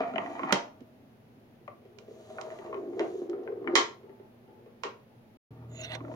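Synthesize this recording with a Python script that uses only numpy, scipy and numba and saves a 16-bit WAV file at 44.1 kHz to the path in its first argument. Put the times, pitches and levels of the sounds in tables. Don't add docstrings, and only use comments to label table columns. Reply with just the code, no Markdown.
import sys
import numpy as np
from scipy import signal
from scipy.fft import rfft, irfft
from scipy.io import wavfile
from scipy.ndimage import uniform_filter1d, map_coordinates
from numba import njit

SR = 44100
rng = np.random.default_rng(int(sys.argv[2]) if len(sys.argv) > 2 else 0)


def wrap_up_sound(samples):
    columns = np.atleast_2d(samples).T
    tamed = np.clip(columns, -1, 1)
    steps = np.round(tamed * 32767).astype(np.int16)
    wavfile.write(sys.argv[1], SR, steps)


N = 271215

# [f/Hz, relative level per Hz/dB]
AIR_SPECTRUM = [(30, -1.5), (70, -9.5), (115, 0), (184, -9), (239, -2), (290, -16), (437, -8.5), (822, -17),
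                (1100, -24.5), (2410, -28), (6000, -40.5), (8000, -42), (11500, -35), (16000, -34.5)]
# [f/Hz, rms level/dB]
HUM_FAR = [(118.4, -72.5), (215, -67.5), (241, -66)]
# [f/Hz, rms level/dB]
HUM_NEAR = [(79.5, -55.5), (118.4, -46.5), (157, -58.5), (239, -68)]
# [t/s, lowest resonance before wander f/Hz, its level/dB, second and upper resonances relative level/dB]
ROLL_PATH = [(0.0, 267.7, -41.5, 13, 6), (.07, 263.7, -45, 2.5, -3.5), (.14, 270, -40.5, 1, -10.5),
             (0.22, 263, -41, 1, -4.5), (.3, 294, -43, 0, -5), (.38, 299, -46.5, -4.5, -1),
             (.45, 310, -35, -15.5, -5), (0.51, 320, -46.5, -6, 10), (0.56, 313.2, -57.5, 3.5, 10),
             (0.95, 275.3, -64, -8, -26), (1.5, 291.8, -68.5, -16, -27), (1.9, 393.3, -58.5, -11, -18.5),
             (2.2, 390, -54.5, -2, -12.5), (2.42, 385.5, -50, 6, -4), (2.62, 380, -49.5, 0, -0.5),
             (2.8, 372.4, -36, -14.5, -35), (2.96, 377, -36, -21.5, -33), (3.02, 384.6, -30, -3.5, -25.5),
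             (3.08, 385, -38.5, -22.5, -31), (3.2, 387, -40, -24.5, -34.5), (3.4, 386, -35.5, -21, -33.5),
             (3.6, 377, -38.5, -20, -32), (3.74, 365, -31, -11, -18), (3.9, 395, -54, -17, -22),
             (4.3, 381, -67, -4, -20.5), (4.6, 385, -58, -13, -28), (5.0, 301, -80.5, -16, -26),
             (5.5, 271.2, -56.5, -17.5, -8), (5.72, 299, -58.5, 1.5, -3.5), (5.85, 320, -56.5, 9, -6),
             (5.94, 331, -54.5, 5.5, 6.5), (6.03, 297.5, -46, -12.5, -22), (6.09, 299.7, -44.5, 0, -12),
             (6.15, 318, -49, -10, -10)]
# [f/Hz, nominal width/Hz, relative level/dB]
BOARD_MODES = [(780, 78, 4), (894, 230, 17), (1136, 120, 9.5), (1330, 160, 0), (1620, 180, -5),
               (1884, 80, -4.5), (2380, 118.2, -4.5), (2950, 200, -11.5)]
# [t/s, centre before wander f/Hz, level/dB]
VARNISH_GRIT = [(0, 6750, -74.5), (.3, 6500, -67), (.52, 6700, -69.5), (.75, 6690, -89), (1.95, 6000, -96),
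                (2.1, 6200, -74), (2.32, 6930, -66.5), (2.5, 6600, -67), (2.9, 6400, -81.5),
                (3.02, 6550, -67), (3.2, 6600, -68), (3.32, 6400, -89), (3.45, 6400, -100),
                (5.8, 6530, -100), (5.95, 6500, -86.5), (6.15, 6500, -69)]
# [f/Hz, t60/s]
ROOM_DECAY = [(150, 0.14), (500, 0.36), (2000, 0.27), (6000, 0.27), (12000, 0.087)]
# [t/s, nominal peak level/dB, strongest ring f/Hz, thud f/Hz,
#          thud relative level/dB, tick relative level/dB, left minus right level/dB]
KNOCKS = [(0.035, -31, 1300, 247, -14, -42, -6), (0.137, -37, 1370, 407, 1, -29.5, -7),
          (0.158, -25, 2980, 667, -1, -31.5, 9.5), (0.181, -19.5, 2950, 377, -7.5, -36, -12.5),
          (0.26, -31, 1950, 310, -22, -43.5, -6.5), (0.393, -29.5, 1070, 476, -6.5, -33, -7),
          (0.433, -24.5, 1070, 197, -7, -34.5, -11), (0.506, -26.5, 1290, 336, -12.5, -37.5, -10.5),
          (0.5245, -14, 1380, 215, -1, -4.5, -15.5), (0.806, -59.5, 837, 249, 24.5, -5, -14),
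          (1.678, -38, 1158, 591, 3.5, -28.5, 10), (1.852, -56.5, 800, 429, 15, -14, -2),
          (1.986, -49, 2430, 348, -21, -2.5, -19), (2.08, -59, 860, 423, 25.5, -15, 0),
          (2.108, -58, 700, 434, 21.5, -11, -2.2), (2.383, -29.5, 1456, 627, -11.5, -44, -5),
          (2.412, -38, 996, 632, -1, -6, -18.5), (2.503, -44, 1920, 380, -16, -22, -4),
          (2.52, -44.5, 1920, 630, 2, -14, -9), (2.588, -44.5, 1940, 384, 10, -17.5, 14.5),
          (2.661, -42.5, 955, 388, 4, -20, -4), (2.728, -32.5, 1100, 408, -2.5, -40, 0.5),
          (2.743, -31.5, 1113, 374, -17, -30, 6.5), (2.771, -48.5, 1030, 404, 3, -43, -6),
          (2.933, -52.5, 1100, 390, 16.5, -25.5, -2), (2.994, -27.5, 2030, 593, -5, -12, -3),
          (3.006, -31, 960, 361, 11.5, -22, -1), (3.297, -57, 1200, 430, 2.5, -1, -25),
          (3.331, -41.5, 1264, 380, 4, -36.5, 0), (3.349, -49, 1314, 400, 6.5, -42.5, -4),
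          (3.435, -65, 1200, 393, 2, 0, -2), (3.475, -38.5, 1520, 418, -2.5, -41.5, 10),
          (3.643, -48.5, 1060, 380, 4.5, -27.5, -2.5), (3.674, -23, 2240, 326, -21.5, -44, 8),
          (3.754, -12, 2122, 388, -13.5, -1.5, -9), (3.7575, -23.5, 1384, 386, -7, -18.5, -1),
          (3.772, -22.5, 1080, 390, 4.5, -4, 4), (4.032, -57, 1075, 389, 16.5, -21, -3),
          (4.094, -50.5, 876, 387, 11, -41, 9), (4.197, -57, 857, 387, 16, -24, -8),
          (4.478, -57.5, 857, 261, 17, -20, -1), (4.66, -56, 872, 430, 15, -18, 2),
          (4.835, -27.5, 1008, 488, -7, -8.5, -12), (4.849, -38, 1010, 406, 9, -9, 5),
          (5.852, -51, 4250, 300, -17, -8, -5), (5.918, -43, 2940, 584, -15, -16, -27),
          (5.951, -40.5, 1526, 501, 0.5, -9.5, -30), (6.005, -41.5, 1070, 299, 8, -46, -7),
          (6.048, -44, 1350, 600, 5, -46, -5.5), (6.081, -45.5, 1106, 497, 6.5, -45, -4),
          (6.115, -43.5, 930, 618, 11, -32, 4), (6.139, -45.5, 1030, 272, 15, -22, -11)]
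# [f/Hz, relative level/dB, t60/s]
WOOD_MODES = [(140, -4, .2), (190, -4, .12), (240, -2, .1), (310, 0, .08), (385, 0, .07), (480, -2, .05),
              (640, -3, .035), (800, -3, .03), (930, -2, .03), (1050, 0, .04), (1190, -2, .025),
              (1380, -1, .03), (1850, -3, .02), (2030, -1, .02), (2430, -3, .015), (2800, -2, .02),
              (3070, 0, .022), (5300, -6, .012)]
# [f/Hz, relative level/dB, t60/s]
GRATE_MODES = [(285, -8.5, 0.32), (365, -7, .25), (580, 5.5, 0.069), (687, -4.5, 0.26), (927, -3.5, 0.27),
               (1084, -15.5, 0.12), (1280, -7.5, 0.2), (1340, -13.5, 0.11), (1830, -16.5, .13),
               (5600, -18.5, 0.26), (5545, -23.5, 0.25), (6020, -14, 0.18)]
# [start t/s, length/s, level/dB]
POT_SWELLS = [(4.05, 0.22, -61.5), (4.45, 0.21, -63), (5.05, 0.29, -72.5)]
# [t/s, squeak level/dB, broad rub level/dB]
HAND_SLIDE = [(5.67, -100, -96), (5.71, -65.5, -68.5), (5.77, -46, -52.5), (5.81, -48.5, -45),
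              (5.85, -50, -40), (5.88, -92, -49.5), (5.92, -74.5, -41), (5.955, -57.5, -38.5),
              (5.99, -96, -89)]
# [f/Hz, nominal width/Hz, relative level/dB]
RUB_BANDS = [(1104, 370, -12), (1472, 130, -4.5), (2040, 120, 0.5), (2770, 150, 2.5), (3510, 170, 3.5),
             (4050, 130, -2.5), (5340, 900, -18.5), (8610, 380, -10.5), (11840, 4000, -16)]
# [f/Hz, gain/dB]
MIC_RESPONSE = [(40, -17), (110, -0.5), (5000, -2), (6800, -3.5), (7400, -10), (8100, -10), (9500, -6),
                (16000, -8)]

SILENCE_START_S, SILENCE_END_S = 5.372, 5.506
AIR_DB, NEAR_AIR_DB = -57.5, 8.5
ROOM_DB = 2
PORT_LAG_S = 0.00018
SOFT_TOP = 0.8
TOP_HZ = 15900

FAST_UNTIL_S = .522
BOARD_WANDER, PATCHY_DB = 0.15, 2
SECOND_HZ, SECOND_WIDTH_HZ = 630.5, 60
SECOND_NEAR_GRATE_HZ = 683
BETWEEN_HZ, BETWEEN_DB = 480.6, -7.5
FAST_RATTLE_DB, RATTLE_ABOVE_HZ = 9, 1500
GRIT_BELOW_HZ, GRIT_BELOW_DB = 3700, 1

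KNOCK_ROOM_DB, HIDDEN_ROOM_DB, CLOSE_ROOM_DB = -4.5, -0.5, -9.5
HIDDEN_FROM_S = 3.72
ROOM_DULLING = 0.18
PAN_FULL_HZ = 2480
RIM_S, RIM_TOP_DB = .5245, 12
TOP_DB, TOP_PER_TICK = -30, .6
SWELL_CYCLES = 1.5
RING_S, RING_SHORTENS = 0.0077, 0.82
SPOT_IN_ROOM = 0.57
SPOT_LOSS, FIRM_TICK_DB = 0.37, -25.5
ECHO_S, ECHO_SHARE = 0.000976, 0.26

GRATE_DB, GRATE_CHATTER_DB = -27.5, 3
POT_HZ, POT_FADE_S = 857, 0.07
SQUEAK_HZ, SQUEAK_LOWEST_HZ = 6900, 5830
SQUEAK_SINKS_S, SQUEAK_SINK_HZ_PER_S = 5.81, 60000


def undb(db):
    return 10 ** (np.asarray(db) / 20)


def unit(x):
    return x / np.sqrt(np.mean(x ** 2))


def along(table, hz):
    f, v = np.transpose(table)
    return np.interp(np.log(np.maximum(hz, 1)), np.log(f), v)


def curves(rows):
    s, *columns = np.transpose(rows)
    return [np.interp(np.arange(N) / SR, s, c) for c in columns]


@njit
def svf(x, hz, width):
    y, b, l = np.empty(len(x)), 0., 0.
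    for i in range(len(x)):
        g, k = np.tan(np.pi * hz[i] / SR), width / hz[i]
        v = (b + g * (x[i] - l)) / (1 + g * (g + k))
        b, l, y[i] = 2 * v - b, l + 2 * g * v, k * v
    return y


def band(x, hz, width):
    return svf(x, np.clip(hz + np.zeros(N), 20, .45 * SR), float(max(width, 1)))


def twice(x, hz, width):
    return unit(band(band(x, hz, width), hz, 2.0 * width))


def walk(rate):
    k = int(SR / rate)
    steps = np.repeat(rng.standard_normal(N // k + 1), k)
    return 0.64 * uniform_filter1d(uniform_filter1d(steps, k), k)[:N]


def bumps(rate, spread_db):
    u, sign, size = rng.random(N), rng.standard_normal(N), rng.exponential(1, N)
    return unit((u < rate / SR) * sign * undb(spread_db * size))


def bump(bins, hz, octaves):
    return np.exp(-(np.log2(bins / hz + 1e-9) / octaves) ** 2)


def causal(db):
    ceps = irfft(np.log(undb(db)))
    fold = 2. 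* (np.arange(ceps.shape[-1]) < ceps.shape[-1] // 2)
    fold[0] = 1
    return np.exp(rfft(ceps * fold))


def swells(rows, fade_s):
    t = np.arange(N) / SR
    gain = 0
    for s, length, db in rows:
        inside = np.minimum(t - s, s + length - t)
        gain = gain + undb(db) * np.clip(inside / fade_s + .5, 0, 1) ** 2
    return gain


def ports(x, pan_db):
    late = map_coordinates(x, [np.arange(N) - PORT_LAG_S * SR], order=3)
    return np.array([x * undb(pan_db / 2), late * undb(-pan_db / 2)])


def house():
    t = np.arange(N) / SR
    bins = np.fft.rfftfreq(N, 1 / SR)
    mid, side = rfft(rng.standard_normal((2, N))) * undb(along(AIR_SPECTRUM, bins))
    side = side * (np.clip(bins / 1100, 0, 1) + 0.5 * (bins < 50) + 0.12)
    near = t > SILENCE_START_S
    low = irfft(mid * (bins < 500), N)
    air = irfft([mid + side, mid - side], N)
    scale = undb(AIR_DB) / np.sqrt(np.mean(irfft(mid, N) ** 2))
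    out = scale * (air + near * (undb(NEAR_AIR_DB) - 1) * low)
    for lines, on, waver_db in ((HUM_FAR, ~near, 3.0), (HUM_NEAR, near, 1.2)):
        for hz, db in lines:
            level = np.sqrt(2) * undb(db + waver_db * walk(20.0))
            out = out + on * level * np.sin(2 * np.pi * hz * t + 0.2 * walk(21.0))
    return out


def rolling():
    hz, low_db, second_db, upper_db = curves(ROLL_PATH)
    hz = hz * (1 + BOARD_WANDER * walk(15))
    fast = np.arange(N) < FAST_UNTIL_S * SR
    force = bumps(2500, 3.0) * undb(1.8 * walk(30))
    low = twice(force, hz, 77.0) * undb(PATCHY_DB * walk(9.1))

    second_hz = np.where(fast, SECOND_NEAR_GRATE_HZ, SECOND_HZ) * (1 + 0.01 * walk(15))
    second = twice(force, second_hz, SECOND_WIDTH_HZ) * undb(PATCHY_DB * walk(23))
    between = twice(force, BETWEEN_HZ * (1 + 0.1 * walk(24)), 110.0)
    second = second + undb(BETWEEN_DB) * between

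    ticks = force + 0.9 * bumps(300, 1.6)
    upper = 0
    for f, w, db in BOARD_MODES:
        rattle_db = FAST_RATTLE_DB * fast * (f > RATTLE_ABOVE_HZ)
        upper = upper + undb(db + 1.6 * walk(12) + rattle_db) * twice(ticks, f, 1.1 * w)

    grit_hz, grit_db = curves(VARNISH_GRIT)
    specks = bumps(4500, 2.1)
    grit = twice(specks, grit_hz * (1 + .03 * walk(21)), 2900)
    grit = grit + undb(GRIT_BELOW_DB) * twice(specks, GRIT_BELOW_HZ, 3500)
    boards = low + second * undb(second_db) + unit(upper) * undb(upper_db)
    return undb(low_db) * boards + grit * undb(grit_db)


def room(x):
    t = np.arange(int(.7 * SR)) / SR
    tail = 0
    for hz in 100 * 2 ** np.arange(0, 7.6, .5):
        sos = signal.butter(2, [hz / 1.211, hz * 1.19], "bandpass", fs=SR, output="sos")
        mid, side = signal.sosfilt(sos, rng.standard_normal((2, len(t))))
        wide = np.clip(hz / 900, 0, 1) * side * np.array([[1], [-1]])
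        tail = tail + (mid + wide) * np.exp(-np.log(1000) * t / along(ROOM_DECAY, hz))
    tail = tail * np.clip((t - .004) / 0.0015, 0, 1)
    tail = tail / np.sqrt(np.sum(tail ** 2) / 2)
    return undb(ROOM_DB) * signal.fftconvolve(x[None], tail, axes=1)[:, :N]


def wood_rings(t):
    hz, db, t60 = np.transpose(WOOD_MODES)[:, :, None]
    luck = rng.standard_normal((len(WOOD_MODES), 3))
    phase = 2 * np.pi * hz * (1 + .02 * luck[:, 1:2]) * t + .6 * luck[:, 2:]
    decay = np.exp(-np.log(1000) * t / t60) * (1 - np.exp(-hz * t / SWELL_CYCLES))
    return (undb(db + 2 * luck[:, :1]) * np.sin(phase) * decay).sum(axis=0)


def spot_rings(t, ring_hz, thud_hz, tick_db):
    loss = undb(-SPOT_LOSS * max(tick_db - FIRM_TICK_DB, 0))
    decay = np.exp(-t / RING_S * (ring_hz / 1000) ** RING_SHORTENS)
    ring = 1.66 * loss * np.sin(2 * np.pi * ring_hz * t) * decay
    thud = 1.3 * np.sin(2 * np.pi * thud_hz * t) * t / 0.0056 * np.exp(1 - t / 0.0042)
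    return ring + thud


def knock_colour(bins, ring_hz, thud_hz, thud_db, tick_db, rim_db):
    colour = along([(thud_hz / 4, thud_db - 38.0), (thud_hz / 1.47, thud_db - 8.0),
                    (500, thud_db + 0.5), (850, 0), (1400, 0),
                    (2500, 0.036 * tick_db), (3500, 0.55 * tick_db), (4800, tick_db), (7500, tick_db),
                    (11000, TOP_DB + TOP_PER_TICK * tick_db + rim_db)], bins)
    ring_bump = 3.0 * bump(bins, ring_hz, 0.2) * np.array([[1], [1], [SPOT_IN_ROOM]])
    return colour + ring_bump + 4.5 * bump(bins, thud_hz, 0.63)


def knock_paths(bins, pan_db, tick_db, room_db):
    lag = np.exp(-2j * np.pi * bins * np.array([[0], [PORT_LAG_S], [0]]))
    pan = pan_db / 2 * np.array([[1], [-1], [0]]) * np.clip(bins / PAN_FULL_HZ, .15, 1) ** .5
    dulling = ROOM_DULLING * min(tick_db, 0) * np.log2(np.maximum(bins / 1200, 1))
    return undb(pan + np.array([[0], [0], [1]]) * (room_db + dulling)) * lag


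def knocks():
    lead = SR // 100
    out, t = np.zeros((3, N + SR)), np.arange(SR // 4) / SR
    bins = np.fft.rfftfreq(len(t) + lead, 1 / SR)
    contact = (1 - np.exp(-t / .0003)) * np.cos(np.pi / 2 * t / t[-1])
    echo = 1 + ECHO_SHARE * np.exp(-2j * np.pi * bins * ECHO_S)
    for s, peak_db, ring_hz, thud_hz, thud_db, tick_db, pan_db in KNOCKS:
        spot = spot_rings(t, ring_hz, thud_hz, tick_db) * np.array([[1], [1], [SPOT_IN_ROOM]])
        blow = np.pad((wood_rings(t) + spot) * contact, ((0, 0), (lead, 0)))

        crack = rng.standard_normal(len(t)) * np.exp(-t / .002)
        snap = rfft(np.pad(crack * contact, (lead, 0)))
        snap = 33.0 * snap / uniform_filter1d(np.abs(snap), size=90) * echo

        rim_db = RIM_TOP_DB * (abs(s - RIM_S) * SR < lead)
        colour = knock_colour(bins, ring_hz, thud_hz, thud_db, tick_db, rim_db)
        if s < HIDDEN_FROM_S:
            room_db = KNOCK_ROOM_DB
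        elif s < SILENCE_START_S:
            room_db = HIDDEN_ROOM_DB
        else:
            room_db = CLOSE_ROOM_DB
        paths = knock_paths(bins, pan_db, tick_db, room_db)
        spectrum = (rfft(blow) + snap) * causal(peak_db - 6.5 + colour) * paths
        i = int(s * SR) - lead
        out[:, i:i + blow.shape[1]] += irfft(spectrum, blow.shape[1])
    return out[:2, :N], out[2, :N]


def grate():
    t = np.maximum(np.arange(N) / SR - RIM_S, 0)
    rings = 0
    for hz, db, t60 in GRATE_MODES:
        level = undb(db + GRATE_CHATTER_DB * walk(90.55))
        rings = rings + level * np.sin(2 * np.pi * hz * t) * np.exp(-np.log(1000) * t / t60)
    return undb(GRATE_DB) * rings


def pot():
    return twice(rng.standard_normal(N), POT_HZ, 13) * swells(POT_SWELLS, POT_FADE_S)


def hand():
    squeak_db, rub_db = curves(HAND_SLIDE)
    sinking = SQUEAK_HZ - SQUEAK_SINK_HZ_PER_S * (np.arange(N) / SR - SQUEAK_SINKS_S)
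    hz = np.clip(sinking, SQUEAK_LOWEST_HZ, SQUEAK_HZ) * (1 + .025 * walk(150))
    slips = bumps(7000, 1.6) * undb(2.5 * walk(60))
    rub = 0
    for f, w, db in RUB_BANDS:
        centre = f * (1 + .03 * walk(14) + .02 * walk(80))
        rub = rub + undb(db + 4.0 * walk(30)) * twice(slips, centre, 1.4 * w)
    squeak = twice(slips, hz, 330) * undb(5 * walk(90))
    return squeak * undb(squeak_db) + unit(rub) * undb(rub_db)


def scene():
    air_and_hum = house()
    roll = rolling() + pot()
    hits, hits_far = knocks()
    metal = grate()
    skin = hand()
    dry = ports(roll, 0.83) + ports(skin, -8.5) + ports(metal, -1.5) + hits
    return dry + room(.5 * roll + 0.07 * skin + 0.49 * metal + hits_far) + air_and_hum


def record(dry):
    t = np.arange(N) / SR
    response = undb(along(MIC_RESPONSE, np.fft.rfftfreq(N, 1 / SR)))
    sound = irfft(rfft(dry) * response, N)
    sound = SOFT_TOP * np.tanh(sound / SOFT_TOP)
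    outside_s = np.maximum(SILENCE_START_S - t, t - SILENCE_END_S)
    sound = sound * np.clip(outside_s / .002, 0, 1)
    return signal.sosfilt(signal.ellip(10, .2, 80, TOP_HZ, fs=SR, output="sos"), sound)


dry = scene()
out = record(dry)
wrap_up_sound(out)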